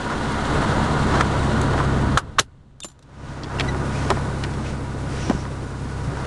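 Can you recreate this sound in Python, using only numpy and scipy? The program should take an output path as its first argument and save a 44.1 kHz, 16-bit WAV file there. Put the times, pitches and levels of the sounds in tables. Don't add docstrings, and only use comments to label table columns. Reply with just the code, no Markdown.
import sys
import numpy as np
from scipy import signal
from scipy.fft import rfft, irfft, next_fast_len
from scipy.io import wavfile
from scipy.ndimage import uniform_filter1d, minimum_filter1d

SR = 44100
rng = np.random.default_rng(int(sys.argv[2]) if len(sys.argv) > 2 else 0)


def pcm_store(signal):
    levels = np.round(np.clip(np.atleast_2d(signal), -1, 1) * 32767)
    wavfile.write(sys.argv[1], SR, levels.astype(np.int16).T)


N = 276066

# t/s, firing rate f/Hz
FIRING = [(0, 33.5), (1.0, 33.1), (1.5, 33.5), (2.0, 33.8), (3.5, 33.4), (4.2, 33.7), (4.9, 33.0),
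          (6.26, 33.2)]
EXHAUST = [-17.5, -2.5, -4, -2, -12]
# f/Hz, half width/Hz, level/dB
BOOMS = [(148.7, 6.7, -5), (217, 20, -3), (277.4, 37, -5)]
FAN_TONES = [(964.7, 14, -9.5), (1220, 40, -14), (1464, 40, -10.5)]
# f/Hz, level/dB
RUMBLE = [(12, -3), (22, 2), (45, -5), (85, -1), (130, -5), (190, -4), (260, -4.5), (350, -2), (500, -6),
          (700, -13), (1100, -34)]
RUSH = [(300, -30), (550, -3), (750, 0), (1100, 0), (1480, -3), (1650, -6), (1900, -9.5), (2300, -18),
        (4000, -28)]
HISS_OUTSIDE = [(1180, -27), (2000, -2.5), (2340, -9.5), (2930, -5), (4030, -5.5), (5120, -12.5),
                (7110, -13), (9730, -18), (10300, -23.5), (11900, -28.5), (15500, -73), (22000, -120)]
HISS_INSIDE = [(1180, -20), (2000, -2), (2390, -5), (2580, -5), (3320, -8.5), (3740, -6.5), (4820, -8.5),
               (9800, -13.5), (10400, -20.5), (11900, -24), (15500, -67), (22000, -120)]
# f/Hz, level/dB
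GRIT = [(150, -15), (300, 5), (800, 8.5), (1500, 8), (2200, -6.5), (4200, -12.5), (6000, -15.5),
        (11000, -35)]
RUBBING = [(800, -16), (2000, 9), (4000, 3.5), (5100, 2.5), (5800, 3), (6600, 1), (8000, -5), (11000, -31)]
# t/s, level/dB
APPROACH = [(0.0, -34.5), (0.58, -26), (1.69, -19.5), (2.14, -21.5)]
CABIN = [(3.8, -25), (4.05, -23.5), (4.86, -29.5), (5.17, -26.5), (5.67, -31), (6.04, -28)]
# first level/dB, walk change/dB, door change/dB, cabin change/dB
HUM_PATH = (0, -0.46, 0, 1)
RUMBLE_PATH = (2.5, -8.5, -3, -0.5)
RUSH_PATH = (3, -12, -7, -2.5)
HISS_PATH = (-5.5, -13.5, -2, 1.5)
WALK_S, ENTER_S, INSIDE_S = 1.9, 3.5, 4.9
SCREEN_S, SCREEN_SPREAD_S = 2.72, 0.22

# t/s, level/dB, bell spread/s
GRITTY_SWELLS = [(.12, -25, 0.023), (.63, -28, 0.024), (1.16, -21.5, 0.036), (1.215, -18.5, 0.0065),
                 (1.785, -26.5, 0.036), (3.5, -31, 0.088), (6.2, -36, 0.08)]
# t/s, level/dB, bell spread/s
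RUBBING_SWELLS = [(3.22, -42.5, 0.29), (4.02, -40.5, 0.085), (4.68, -42, 0.04), (5.25, -39.5, 0.097)]
# t/s, level/dB, bell spread/s
SLIDES = [(5.255, -46, 0.053), (5.40, -49, 0.029)]
# t/s, level/dB, pivot f/Hz, fall/dB per octave off pivot
KNOCKS = [(1.181, -32, 1200, 9.5), (1.733, -21.5, 800, 12), (1.801, -16, 1120, 33),
          (3.434, -23.5, 4234, 34.5), (3.597, -17.5, 2770, 11), (3.745, -26.5, 985, 14),
          (4.102, -12, 1020, 6), (4.170, -26, 890, 12), (4.437, -25, 2160, 10), (4.537, -39.5, 3560, 11),
          (5.297, -19.5, 900, 6.5), (5.452, -31, 1300, 12)]
KNOCK_T60_S = 0.022
SETTLE_S, SETTLE_LOSS_DB, SETTLE_PITCH_RATIO, SETTLE_T60_S = 0.009, 5.5, 0.8, 0.031
SETTLE_FALL_DB = 15
# f/Hz, level/dB
FRAME_MODES = [(390, 17), (660, -4), (1020, 4.5), (1400, -3.5), (1850, 7), (2300, 3.5), (2750, -14),
               (3350, 1), (3700, -17), (4400, -1), (5550, 5), (7400, 6)]

# t/s, level/dB, pivot f/Hz, fall/dB per octave off pivot, crack t60/s
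CLICKS = [(1.614, -29, 7700, 12, .016), (2.173, 9.5, 1280, 13, 0.0063), (2.175, -1, 6940, 1, 0.059),
          (2.803, -5, 8150, 4, 0.015), (2.833, -4, 2960, 32, 0.021), (2.835, -3.5, 8150, 41, 0.027),
          (2.845, -1.5, 5070, -0.5, 0.057), (2.991, -23, 5000, -0.5, .02), (3.025, -26, 4430, 5, .04)]
# f/Hz, level/dB
DOOR_MODES = [(680, -10), (797, -7), (1120, 2), (1270, -2), (1610, 0), (2875, -7), (3160, -8), (3520, 0),
              (3870, 1), (4260, -4), (4740, -11), (5400, -8), (5550, -6), (5905, -2), (6135, -4),
              (6340, -7), (6590, -2), (6760, -6), (6880, -7), (7170, -6), (7525, -3), (8200, -8),
              (10100, -11)]
# t/s, level/dB, pivot f/Hz, fall/dB per octave off pivot
BOLT_GRIPS = (2.384, 3, 1400, 16)
BOLT_SLIPS = (2.393, 11, 2930, 1.9)
BOLT_SNAPS = (2.396, 20, 8000, .5)
BOLT_T60_S = 0.011
REBOUND_S, REBOUND_LOSS_DB, REBOUND_T60_S = 0.009, 19.5, 0.031
# t/s, level/dB, f/Hz, t60/s
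THUDS = [(2.401, 9, 120, 0.066), (2.401, 4.5, 400, 0.059), (2.844, -16, 195, 0.16),
         (4.105, -11, 393, 0.067), (5.299, 3.5, 237, 0.025), (5.349, 0, 170, 0.0155),
         (6.074, -12.5, 132, 0.18)]
# t/s, length/s, start f/Hz, end f/Hz, level/dB, step per overtone/dB, roughness
SQUEAKS = [(2.81, 0.037, 3700, 3420, -6, -13, .25), (3.579, 0.022, 2840, 2660, -30, -19, 0.81),
           (3.674, 0.032, 1950, 1970, -27, -7, 0.5), (3.942, 0.032, 2360, 2500, -34, -25, 0.75),
           (4.646, 0.034, 2560, 2520, -42, -18, 1.8)]
# f/Hz, level/dB, t60/s
SPRING_MODES = [(4043, -19, .14), (6605, -24, .16), (7170, 0, .14), (10430, -13, .15), (11650, -11, .14)]
RATTLE_S, RATTLE_GAP_S, RATTLE_DB, RATTLE_LOSS_DB = 2.884, 0.016, -18.5, 4
RATTLE_HZ, RATTLE_FALL_DB, RATTLE_T60_S = 4000, 1, 0.043

CUTOFF_HZ = 12100


def from_db(db):
    return 10 ** (np.asarray(db) / 20)


def rms_one(x):
    return x / np.sqrt(np.mean(x ** 2) + 1e-20)


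def in_time(rows):
    s, *columns = np.transpose(rows)
    return [np.interp(np.arange(N) / SR, s, column) for column in columns]


def add(out, s, sound):
    i = round(s * SR)
    out[i:i + len(sound)] += sound[:N - i]


def filtered_noise(gain_at):
    size = next_fast_len(N)
    hz = np.maximum(np.arange(size // 2 + 1) * SR / size, 1)
    spectrum = rfft(rng.standard_normal(size)) * gain_at(hz)
    return rms_one(irfft(spectrum, size)[:N])


def noise(colour):
    f, db = np.transpose(colour)
    return filtered_noise(lambda hz: np.interp(np.log(hz), np.log(f), from_db(db), left=0, right=0))


def drift(rate_hz):
    return filtered_noise(lambda hz: 1 / (1 + (hz / rate_hz) ** 2))


def resonances(rows):
    out = np.zeros(N)
    for f, half_width, db in rows:
        out += from_db(db) * filtered_noise(lambda hz: 1 / (1 + ((hz - f) / half_width) ** 2))
    return out


def ring(t, hz, t60):
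    return np.sin(2 * np.pi * hz * t) * from_db(-60 * t / t60)


def swells(rows):
    t = np.arange(N) / SR
    return sum(from_db(db) * np.exp(-0.5 * ((t - s) / spread) ** 2) for s, db, spread in rows)


def heard_db(path):
    t = np.arange(N) / SR
    engine_db, = in_time(list(APPROACH) + list(CABIN))
    first_db, walk_db, door_db, cabin_db = path
    walked = np.clip(t / WALK_S, 0, 1)
    screened = np.exp(-0.5 * ((t - SCREEN_S) / SCREEN_SPREAD_S) ** 2)
    entered = np.clip((t - ENTER_S) / (INSIDE_S - ENTER_S), 0, 1)
    return engine_db + first_db + walk_db * walked + door_db * screened + cabin_db * entered


def blows(rows, body, ring_db, ring_t60, tail_db, tail_t60, contact_cycles, hollow_db,
          hollow_hz=2100, strike_s=0.002):
    out, t = np.zeros(N), np.arange(SR // 4) / SR
    edges = np.geomspace(200, 12000, 17)
    centres = np.sqrt(edges[1:] * edges[:-1])
    bands = []
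    for edge_pair in zip(edges, edges[1:]):
        band_filter = signal.butter(2, edge_pair, "band", fs=SR, output="sos")
        bands.append(rms_one(signal.sosfilt(band_filter, rng.standard_normal(N))))
    bands = np.array(bands)
    hollow = from_db(hollow_db * np.exp(-10 * np.log2(centres / hollow_hz) ** 2))

    def even(x):
        return x / np.sqrt(np.mean(x[t < strike_s] ** 2))

    for s, db, pivot_hz, fall_db, t60 in rows:
        weight = lambda hz: from_db(-fall_db * np.abs(np.log2(hz / pivot_hz)))
        dying = from_db(-60 * t / t60) + from_db(tail_db - 60 * t / tail_t60)
        start = round(s * SR)
        crack = (hollow * weight(centres)) @ bands[:, start:start + len(t)] * dying
        modes = np.zeros(len(t))
        for hz, level_db in body:
            modes += rng.choice([-1, 1]) * from_db(level_db) * weight(hz) * ring(t, hz, ring_t60)
        contact = 1 - np.exp(-t * pivot_hz / contact_cycles)
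        blow = contact * (even(crack) + from_db(ring_db) * even(modes))
        add(out, s, from_db(db) * even(blow))
    return out


def engine(hum_db, rumble_db, rush_db, wobble=0.0032, waver_db=0.24, throb=0.097):
    firing_hz = in_time(FIRING)[0] * (1 + wobble * drift(6.5))
    phase = 2 * np.pi * np.cumsum(firing_hz) / SR
    hum = np.zeros(N)
    for k, db in enumerate(EXHAUST, start=1):
        hum += from_db(db + waver_db * drift(2.4)) * np.sin(k * phase + rng.uniform(0, 2 * np.pi))
    rumble = noise(RUMBLE) * from_db(1.7 * drift(25)) + from_db(-1.0) * resonances(BOOMS)
    rush = from_db(0.33) * noise(RUSH) + from_db(0.5) * resonances(FAN_TONES)
    rush *= 1 + throb * np.sin(2 * phase)
    flickering_rush_db = rush_db + 0.37 * drift(42)
    return from_db(hum_db) * hum + from_db(rumble_db) * rumble + from_db(flickering_rush_db) * rush


def air(hiss_db, doorway_s=2.77, flutter_db=0.86):
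    inside = np.clip(np.arange(N) / SR - doorway_s, 0, 1)
    hiss = np.sqrt(1 - inside) * noise(HISS_OUTSIDE) + np.sqrt(inside) * noise(HISS_INSIDE)
    return from_db(hiss_db + flutter_db * drift(25)) * hiss


def wind(rumble_db, per_s=10, eddy_s=0.00045, puff_db=6, shelter_s=3.3):
    t = np.arange(N) / SR
    arrivals = rng.random(N) < per_s / SR
    eddies = arrivals * rng.uniform(0.17, 1.8, N) * (t < shelter_s)
    age = t[:SR // 20] / eddy_s
    puff = age ** 2 * np.exp(2 - age) / 2 ** 2
    return -from_db(rumble_db + puff_db) * signal.fftconvolve(eddies, puff)[:N]


def scuffs_and_rubbing(grit_db=4.0, rub_db=0.0, weave_hz=5750, weave_half_width_hz=380):
    gritty = swells(GRITTY_SWELLS) * rms_one(noise(GRIT) * from_db(grit_db * drift(150)))
    rubbing = swells(RUBBING_SWELLS) * rms_one(noise(RUBBING) * from_db(rub_db * drift(200)))
    sleeve = swells(SLIDES) * resonances([(weave_hz, weave_half_width_hz, 0)])
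    return gritty + rubbing + sleeve


def landings():
    first = [(*knock, KNOCK_T60_S) for knock in KNOCKS]
    second = [(s + SETTLE_S, db - SETTLE_LOSS_DB, hz * SETTLE_PITCH_RATIO, SETTLE_FALL_DB, SETTLE_T60_S)
              for s, db, hz, _ in KNOCKS]
    return first + second


def knocks():
    return blows(landings(), FRAME_MODES, ring_db=-2.0, ring_t60=0.028, tail_db=-24, tail_t60=0.076,
                 contact_cycles=0.76, hollow_db=-7.5)


def latch():
    contacts = list(CLICKS) + bolt() + rattle()
    return blows(contacts, DOOR_MODES, ring_db=1.0, ring_t60=0.016, tail_db=-26.0, tail_t60=0.086,
                 contact_cycles=3.0, hollow_db=-9.5)


def door_swing(middle_s=2.56, swing_db=-20, spread_s=0.33, top_hz=150):
    push = filtered_noise(lambda hz: hz / (hz + 10) / (1 + (hz / top_hz) ** 4))
    return swells([(middle_s, swing_db, spread_s)]) * push


def bolt(count=4):
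    s, db, hz, fall_db = BOLT_SNAPS
    slips = [(*slip, BOLT_T60_S) for slip in np.linspace(BOLT_GRIPS, BOLT_SLIPS, count)]
    snap = (s, db, hz, fall_db, BOLT_T60_S)
    rebound = (s + REBOUND_S, db - REBOUND_LOSS_DB, hz, fall_db, REBOUND_T60_S)
    return slips + [snap, rebound]


def thuds(contact_s=0.0018):
    out, t = np.zeros(N), np.arange(SR // 3) / SR
    for s, db, hz, t60 in THUDS:
        add(out, s, -from_db(db) * ring(t, hz, t60) * (1 - np.exp(-t / contact_s)))
    return out


def squeaks(count=3):
    out, waver, grip = np.zeros(N), drift(370), drift(230)
    for s, length, start_hz, end_hz, db, overtone_db, rough in SQUEAKS:
        size, i = round(length * SR), round(s * SR)
        hz = np.linspace(start_hz, end_hz, size) * (1 + 0.03 * rough * waver[i:i + size])
        phase = 2 * np.pi * np.cumsum(hz) / SR
        strength = np.hanning(size) * (1 + 0.5 * rough * grip[i:i + size])
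        tone = sum(from_db(db + k * overtone_db) * np.sin((k + 1) * phase) for k in range(count))
        add(out, s, strength * tone)
    return out


def spring(released_s=2.845, ping_db=-2.5):
    out, t = np.zeros(N), np.arange(SR // 2) / SR
    ping = sum(from_db(ping_db + db) * ring(t, hz, t60) for hz, db, t60 in SPRING_MODES)
    add(out, released_s, ping)
    return out


def rattle(count=3):
    return [(RATTLE_S + k * RATTLE_GAP_S, RATTLE_DB - k * RATTLE_LOSS_DB,
             RATTLE_HZ, RATTLE_FALL_DB, RATTLE_T60_S) for k in range(count)]


def scene():
    rumble_db = heard_db(RUMBLE_PATH)
    idling = engine(heard_db(HUM_PATH), rumble_db, heard_db(RUSH_PATH))
    background = idling + air(heard_db(HISS_PATH)) + wind(rumble_db)
    contacts = scuffs_and_rubbing() + knocks()
    door = latch() + door_swing() + thuds() + squeaks() + spring()
    return (background + contacts + door)[None]


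def gain_control(x, limit_db=-9.0, range_db=31.5, attack_s=0.00017, hold_s=0.62, release_db_per_s=70):
    power = uniform_filter1d(x ** 2, size=160)
    excess_db = np.clip(10 * np.log10(np.maximum(power, 1e-12)) - limit_db, 0, range_db)
    half = round(hold_s * SR / 2)
    held_db = -minimum_filter1d(-excess_db, 2 * half + 1, origin=half, mode="nearest")
    climb_db = release_db_per_s * np.arange(N) / SR
    cut_db = np.maximum.accumulate(held_db + climb_db) - climb_db
    r = np.exp(-1 / (attack_s * SR))
    smooth_cut_db = signal.lfilter([1 - r], [1, -r], cut_db)
    return x * from_db(-smooth_cut_db)


def record(dry, treble_hz=10800):
    treble_filter = signal.butter(12, treble_hz, fs=SR, output="sos")
    x = signal.sosfilt(treble_filter, gain_control(dry[0]))
    x = 0.82 * np.tanh(x / 0.82)
    top_filter = signal.ellip(8, 0.1, 70, CUTOFF_HZ, fs=SR, output="sos")
    return signal.sosfilt(top_filter, x)[None]


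dry = scene()
out = record(dry)
pcm_store(out)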